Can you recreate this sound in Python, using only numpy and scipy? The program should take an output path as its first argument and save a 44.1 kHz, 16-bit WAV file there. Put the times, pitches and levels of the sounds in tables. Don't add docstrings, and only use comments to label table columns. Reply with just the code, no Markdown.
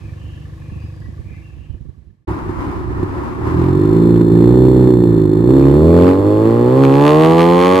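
import sys
import numpy as np
from scipy import signal
from scipy.fft import rfft, irfft
from scipy.io import wavfile
from scipy.ndimage import uniform_filter1d, minimum_filter1d, map_coordinates

SR = 44100
rng = np.random.default_rng(int(sys.argv[2]) if len(sys.argv) > 2 else 0)


def bounce(signal):
    frames = np.transpose(np.atleast_2d(signal))
    limited = np.clip(frames, -1, 1)
    pcm = np.round(limited * 32767).astype(np.int16)
    wavfile.write(sys.argv[1], SR, pcm)


N = 343980

# frequency_hz, gain_db
LIGHT_THROTTLE_PIPE = [(24, -52.5), (40, -10.5), (76, 4.5), (113, 11.5), (145, -2), (173, 10), (203, -5.5),
                       (231, -4.5), (293, 5.5), (378, 10.5), (472, -29), (520, -10.5), (600, -41),
                       (998, -60), (1800, -25.5), (2340, -73.5), (3960, -120)]
FULL_THROTTLE_PIPE = [(60, -66), (220, -38.5), (310, 6), (410, 4.5), (500, 0), (640, 6.5), (700, -8),
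                      (860, 0.5), (930, -13), (1060, -0.5), (1330, -18.5), (1650, -20), (2200, -26.5),
                      (2400, -33), (3000, -47), (5000, -55.5)]
# frequency_hz, gain_db
WIND_SPECTRUM = [(20, -53), (60, 12.5), (150, 1), (350, -14), (700, -39), (2000, -54), (8000, -110)]


def near_engine():
    firing_rate = [(2.27, 32.9), (2.5, 33.2), (2.65, 31.1), (3.1, 31.9), (3.33, 35), (3.5, 39.2),
                   (3.75, 47.1), (3.93, 54.3), (4.02, 56.4), (4.13, 57.7), (4.3, 55.7), (4.42, 57.9),
                   (4.56, 62.5), (4.72, 63.9), (4.87, 62.6), (5.13, 56.3), (5.27, 50.8), (5.35, 52.6),
                   (5.41, 56.8), (5.55, 67.8), (5.7, 69.1), (5.87, 82), (6.06, 89.5), (6.12, 92.6),
                   (6.24, 101.3), (6.38, 106.9), (6.67, 123.1), (6.81, 136.3), (6.89, 134.7), (7.11, 150.7),
                   (7.31, 163.8), (7.57, 176.2), (7.8, 188.3)]
    throttle_curve = [(5.4, 0.07), (5.9, 0.78)]  # time_s, opening (0-1)
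    loudness = [(2.27, -15), (3.49, -14), (3.54, -4), (3.87, -4.5), (4.13, -0.5), (4.26, -4), (4.42, 3.5),
                (4.9, 0.5), (5.25, -4.5), (5.44, -3), (5.57, 4.5), (5.8, -1.5), (5.88, 2.5), (6.09, -0.5),
                (6.18, -4), (6.36, -1.5), (6.55, -2), (6.82, -1), (7.3, -0.5), (7.8, -0.5)]
    snarl_curve = [(2.27, -52.5), (3.49, -36.5), (3.6, -31), (4.25, -34), (4.45, -25), (4.95, -29.5),
                   (5.25, -33), (5.46, -30), (5.6, -23), (5.84, -26), (6.09, -18.5), (6.18, -25.5),
                   (6.6, -23.5), (6.9, -20), (7.05, -16), (7.42, -16), (7.8, -13.5)]
    burbles = [(2.315, 0.032, 10.5), (2.5, 0.015, 11), (2.676, 0.016, 7), (2.79, 0.034, 4.5),
               (2.95, 0.062, 6), (3.035, 0.072, 8), (3.112, 0.018, 3), (3.19, 0.0051, 10),
               (3.27, 0.038, 2.5), (3.43, 0.016, 10), (3.48, 0.0077, 10)]
    # firings_per_s, bark_db, beat_db
    tone_by_speed = [(33, -19.5, -18.5), (50.46, -7, -13), (64.1, -10.5, -4.5), (88, -10.5, -7.5),
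                     (107.5, -15, -6), (137, -15.5, 2.5), (150, -19, 0.5), (189, -13, 8)]
    # time_s, scatter_db, jitter_cycles, left_over_right_db
    unevenness = [(2.27, 4, .03, -1), (3.48, 3, .03, -1), (3.6, 1.3, .01, -1), (5.4, 1.1, .008, -1.5),
                  (6.0, .5, .003, -1), (6.5, .3, .002, -1), (7.8, .25, .0015, -1)]
    # delay_s, gain_db
    roadside = [(.0043, -11), (.0069, -24.5)]
    per_s, = in_time(firing_rate)
    throttle, = in_time(throttle_curve)
    scatter_db, jitter, pan_db = in_time(unevenness)
    snarl_db, = in_time(snarl_curve)
    burble_db = swells(burbles)
    loud_db = in_time(loudness)[0] + burble_db
    speeds, bark_offsets_db, beats_db = np.transpose(tone_by_speed)
    bark_db = loud_db + np.interp(per_s, speeds, bark_offsets_db)
    fast_flow = np.interp(per_s, [90, 150], [0, 1])

    clicks, alternating, phase = firings(per_s, scatter_db, jitter)
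    boom = exhaust_boom(per_s, phase, loud_db, fast_flow)
    upper = clicks - per_s / SR * (1 + sum(2 * np.cos(order * phase) for order in (1, 2, 3, 4)))
    pipe = pipe_ring(upper, alternating, throttle, np.interp(per_s, speeds, beats_db))
    bark = from_db(bark_db) * evened(band(band(band(pipe, 63, 520), 42, 688), 45, 590), 0.21)

    turbulence = stereo_noise(LIGHT_THROTTLE_PIPE, alike=1.0)
    grit = (1.8 - 1.4 * throttle) * turbulence[0]
    overtones = band(band(pipe + grit, 540, 2500), 560, 6000)
    snarl = from_db(snarl_db + burble_db) * evened(scattered(overtones, .0012, apart=.5), .1)
    rumble = from_db(bark_db - 19 - 4 * throttle) * turbulence

    puffs = 0.084 + 40 * band(clicks, 10, 170).clip(0)
    rasp = tailpipe_rasp(clicks + .6 * alternating, puffs, per_s, snarl_db, fast_flow)
    roar_gain = throttle * from_db(loud_db - 30 + 2 * drift(15)) * (1 + puffs)
    roar = roar_gain * stereo_noise(FULL_THROTTLE_PIPE, alike=.85)
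    exhaust = echoed(boom + bark, roadside) + snarl + rasp + rumble + roar
    return exhaust * from_db([pan_db / 2, -pan_db / 2])


def exhaust_boom(per_s, phase, loud_db, fast_flow):
    bass_response = [(30, -45), (50, -32.5), (64, -26.5), (82, -14.5), (110, -16), (137, -14), (150, -15),
                     (172, -14.5), (190, -23.5), (205, -34), (225, -19), (250, -18.5), (275, -12.5),
                     (330, -13), (380, -16), (470, -16), (560, -19.5), (640, -16), (700, -34), (760, -36)]
    # trim_db, slow_lead_rad, fast_lead_rad
    orders = [(1.5, 0.2, -1.9), (1.5, 1.6, -0.5), (1.5, 0.2, -4.4), (-1, -5.7, -3.9)]
    pipe_hz, pipe_db = np.transpose(bass_response)
    tilt_db = np.interp(per_s, [36, 42], [-7, 0])
    boom = np.zeros(N)
    for order, (trim_db, slow_lead, fast_lead) in enumerate(orders, 1):
        resonance_db = np.interp(np.log(order * per_s), np.log(pipe_hz), pipe_db)
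        level_db = loud_db + resonance_db + trim_db + tilt_db * (order - 2) + 1.2 * drift(7)
        lead = slow_lead + (fast_lead - slow_lead) * fast_flow
        boom += np.sqrt(2) * from_db(level_db) * np.cos(order * phase + lead)
    return boom


def pipe_ring(pulses, alternating, throttle, beat_db):
    manifold = [(40, -18.5), (90, -14.5), (130, -12), (200, -14), (300, -1.5), (400, -1), (500, -0.5),
                (650, -3), (900, -11), (1500, -32), (4000, -54.5)]
    light = evened(colour(pulses, LIGHT_THROTTLE_PIPE)[0], 0.27)
    full = evened(colour(pulses, FULL_THROTTLE_PIPE)[0], 0.27)
    beat = from_db(beat_db) * evened(colour(alternating, manifold)[0], .15)
    return -(1 - throttle) * light - throttle * full - beat


def tailpipe_rasp(pulses, puffs, per_s, snarl_db, fast_flow):
    jet_spectrum = [(710, -20.5), (1200, 3.5), (1320, -6), (2000, -16), (2360, -16.5), (2810, -19),
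                    (4290, -25), (5580, -36.5), (14900, -43), (16200, -56)]
    bursts = [(3.65, 0.033, 11), (4.16, 0.014, 18), (4.43, 0.017, 5), (4.48, 0.023, 5), (5.99, 0.036, 5.5),
              (6.08, 0.024, 2.5), (6.845, 0.0098, 12), (7.06, 0.029, 4.5), (7.26, 0.034, 4.5),
              (7.39, 0.018, 5), (7.7, 0.071, 1)]
    trail_cycles, trail_db, crest_lag_s = 0.1644, -11.5, .0018
    level_db = -43 + 1.84 * (snarl_db + 25.5)
    level_db += swells(bursts) + 1.6 * drift(8.3)
    hiss = evened(band(stereo_noise(jet_spectrum, alike=0.42) * puffs, 1400, 18000), 0.071)
    fronts = colour(pulses, jet_spectrum)[0]
    trailing = np.interp(np.arange(N) - trail_cycles * SR / per_s, np.arange(N), fronts)
    fronts = band(fronts + from_db(trail_db) * trailing, 1500, 18000)
    buzz = evened(scattered(fronts, .0006, apart=.9), .1)
    brass = .25 + .7 * fast_flow
    rasp = from_db(level_db) * (brass * buzz + np.sqrt(1 - brass ** 2) * hiss)
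    return np.roll(rasp, int(crest_lag_s * SR), axis=1)


def far_idle():
    levels = [(0, -32, -62), (.5, -32, -62), (.75, -30.5, -62), (1.15, -32.5, -63), (1.5, -38, -68),
              (1.85, -44, -75), (2.24, -64, -90)]
    distant_pipe = [(22, -29), (48, -41), (75, -1), (100, 1.5), (125, -5.5), (150, -2.5), (185, -24.5),
                    (270, -30), (335, -13.5), (410, -63), (495, -24), (580, -38), (1000, -47), (2500, -63)]
    bay_modes = [(1720, 130, 0), (1120, 90, -2), (490, 30, -3)]
    exhaust_db, tick_db = in_time(levels)
    clicks, _, phase = firings(per_s=np.full(N, 24.9), scatter_db=np.full(N, .6), jitter=np.full(N, .004))
    thump = evened(-colour(clicks, distant_pipe)[0], 0.6)
    puff = np.exp(3 * np.cos(phase - 2.2)) * rng.standard_normal(N)
    tick = sum(from_db(db) * band(puff, hz - width / 2, hz + width / 2) for hz, width, db in bay_modes)
    car = from_db(exhaust_db) * thump + from_db(tick_db + 7) * evened(tick, .3)
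    return np.array([np.roll(car, 8), car])


def passing_tyres():
    levels = [(2.27, -22.5), (2.6, -24.5), (3.0, -26.5), (3.5, -24), (4.0, -26.5), (4.6, -33), (5.5, -33),
              (7.8, -31)]
    tyre_spectrum = [(120, -30), (200, -12), (341, -4.5), (449, -18.5), (661, -23), (1010, -12.5),
                     (1630, -27), (1960, -29), (3270, -43.5), (4910, -50), (9690, -56.5), (13000, -62),
                     (16200, -75.5)]
    gain = from_db(in_time(levels)[0] + 1.7 * drift(5.0))
    left, right = gain * stereo_noise(tyre_spectrum, alike=0.25) * from_db([[.5], [-.5]])
    return np.array([left, np.roll(right, 10)])


def birds():
    phrases = [(0.0, 0.11, 2520, 2420, -54.5, 83), (0.155, 0.29, 2770, 2980, -53.5, 200),
               (0.576, 0.35, 2524, 2624, -56, 120), (0.787, .08, 4630, 5100, -64, 15),
               (0.9, .16, 4720, 4800, -65, 120), (0.997, 0.081, 1920, 1946, -54, 8.1),
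               (1.24, 0.183, 2216, 2380, -52.5, 170), (1.41, 0.11, 2700, 2670, -56, 61),
               (1.497, 0.26, 2650, 2770, -61, 260)]
    song, t = np.zeros(N), np.arange(N) / SR
    for waver in (drift(59.8), drift(62.2)):
        for start_s, length_s, start_hz, end_hz, db, warble_hz in phrases:
            progress = np.clip((t - start_s) / length_s, 0, 1)
            pitch_hz = start_hz + (end_hz - start_hz) * progress + warble_hz * waver
            envelope = np.sqrt(np.sin(np.pi * progress) + 1e-9) * (progress > 0)
            song += from_db(db) * envelope * np.sin(2 * np.pi * np.cumsum(pitch_hz) / SR)
    echoes = rng.standard_normal((2, 6000)) * np.exp(-np.arange(6000) / 2000) * 0.035
    return 0.16 * song + signal.fftconvolve(song[None], echoes, axes=1)[:, :N]


def wind_buffets():
    knocks = [(0.714, -15, -4), (0.756, -16, -6), (0.837, -14, -1.5), (1.083, -13.5, -3), (1.188, -21, -24),
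              (1.243, -43, -9), (1.307, -23, -27), (1.481, -34, -2.0), (1.696, -24, -22),
              (1.738, -17.5, -15), (1.805, -24, -13), (1.853, -28, -27), (1.885, -23.5, -23),
              (1.971, -37, -21), (2.089, -33, -9)]
    rise_s = 0.0072
    envelope, t = np.zeros((2, N)), np.arange(N) / SR
    for start_s, db, pan_db in knocks:
        age = np.clip((t - start_s) / rise_s, 0, 50)
        envelope += from_db([[db + pan_db / 2], [db - pan_db / 2]]) * age * np.exp(1 - age)
    return 0.33 * envelope * stereo_noise(WIND_SPECTRUM, alike=0.36)


def road_wind(elapsed_s):
    return from_db(-27.5 - 3.1 * elapsed_s + 3 * drift(8)) * stereo_noise(WIND_SPECTRUM, alike=0.16)


def evening_air():
    levels = [(0.0, -47, -39, -33.5), (0.85, -48, -39, -34.5), (1.45, -51, -49, -34),
              (1.65, -54.5, -49, -38.5), (1.88, -59.5, -67, -39), (2.07, -64, -56, -36.5),
              (2.25, -75, -67, -55)]
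    hiss_spectrum = [(120, -21), (200, -7), (334, 8.5), (420, -4.5), (1100, -10), (1400, -16.5),
                     (1750, -12.5), (2200, -14.5), (5900, -23.5), (16000, -35)]
    hiss_db, left_db, right_db = in_time(levels)
    wind = stereo_noise(WIND_SPECTRUM, alike=0.9)
    gusts = wind * from_db([left_db + 3 * drift(28), right_db + 3 * drift(7.8)])
    return from_db(hiss_db) * stereo_noise(hiss_spectrum, alike=0.21) + gusts


def firings(per_s, scatter_db, jitter):
    cycles = np.cumsum(per_s) / SR
    count = np.arange(1, int(cycles[-1]) + 1)
    chance = rng.standard_normal((1200, 2))[:len(count)]
    at = np.interp(count, cycles, np.arange(N))
    i = at.astype(int)
    strength = from_db(scatter_db[i] * chance[:, 1])
    at = np.clip(at + jitter[i] * chance[:, 0] * SR / per_s[i], 0, N - 2)
    i = at.astype(int)
    clicks, alternating = (np.bincount(i, s * (1 - at + i), N) + np.bincount(i + 1, s * (at - i), N)
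                           for s in (strength, strength * (-1.) ** count))
    return clicks, alternating, 2 * np.pi * cycles


def echoed(x, echoes):
    return np.array([x + from_db(db) * np.roll(x, int(delay_s * SR)) for delay_s, db in echoes])


def scattered(x, decay_s, apart):
    shared, left, right = rng.standard_normal((3, 2048)) * np.exp(-np.arange(2048) / (decay_s * SR))
    smear = rfft([shared + apart * left, shared + apart * right])
    return signal.fftconvolve(x[None], irfft(smear / np.abs(smear)), axes=1)[:, :N]


def stereo_noise(spectrum, alike):
    shared, left, right = rng.standard_normal((3, N))
    noise = colour(np.sqrt(alike) * shared + np.sqrt(1 - alike) * np.array([left, right]), spectrum)
    return noise / noise.std()


def colour(x, spectrum):
    size = 8192
    hz, db = np.transpose(spectrum)
    bin_hz = np.arange(size // 2 + 1) * SR / size
    gain_db = np.interp(np.log(bin_hz + 1), np.log(np.maximum(hz, 1)), db)
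    cepstrum = irfft(gain_db * np.log(10) / 20)
    cepstrum[1:size // 2] *= 2
    cepstrum[size // 2 + 1:] = 0
    response = irfft(np.exp(rfft(cepstrum)))
    return signal.fftconvolve(np.atleast_2d(x), response[None], axes=1)[:, :N]


def band(x, low_hz, high_hz):
    return signal.sosfilt(signal.butter(2, [low_hz, high_hz], "band", fs=SR, output="sos"), x + 1e-18)


def evened(x, window_s):
    return x / np.sqrt(uniform_filter1d(x ** 2, int(window_s * SR), axis=-1, mode="reflect") + 1e-14)


def drift(rate_hz):
    pole = np.exp(-2 * np.pi * rate_hz / SR)
    slow = signal.lfilter([1], [1, -2 * pole, pole * pole], rng.standard_normal(N + SR))[SR:]
    return slow / slow.std()


def swells(rows):
    t = np.arange(N) / SR
    return sum(db * np.exp(-.5 * ((t - centre_s) / half_width_s) ** 2) for centre_s, half_width_s, db in rows)


def in_time(rows):
    time_s, *columns = np.transpose(rows)
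    return [np.interp(np.arange(N) / SR, time_s, column) for column in columns]


def from_db(db):
    return 10 ** (np.asarray(db) / 20)


def scene():
    since_cut_s = np.arange(N) / SR - 2.272
    gap_s, fade_in_s = .022, .0095
    across = far_idle() + birds() + evening_air() + wind_buffets()
    behind = near_engine() + passing_tyres() + road_wind(since_cut_s)
    return across * (since_cut_s < -gap_s) + behind * np.clip(since_cut_s / fade_in_s, 0, 1)


def record(dry):
    ceiling, span = 1.244, int(0.013 * SR)
    capture_hz, cutoff_hz = 47989.8, 16300
    needed_gain = 1 / np.maximum(np.abs(dry).max(axis=0) / ceiling, 1)
    gain = uniform_filter1d(minimum_filter1d(needed_gain, span), span)
    clipped = np.clip(dry * gain, -1, 1)
    last_captured = np.floor(np.arange(N) * capture_hz / SR) * SR / capture_hz
    held = np.array([map_coordinates(side, [last_captured], order=1, mode="nearest") for side in clipped])
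    return signal.sosfilt(signal.cheby2(12, 60, cutoff_hz, fs=SR, output="sos"), .994 * held)


dry = scene()
out = record(dry)
bounce(out)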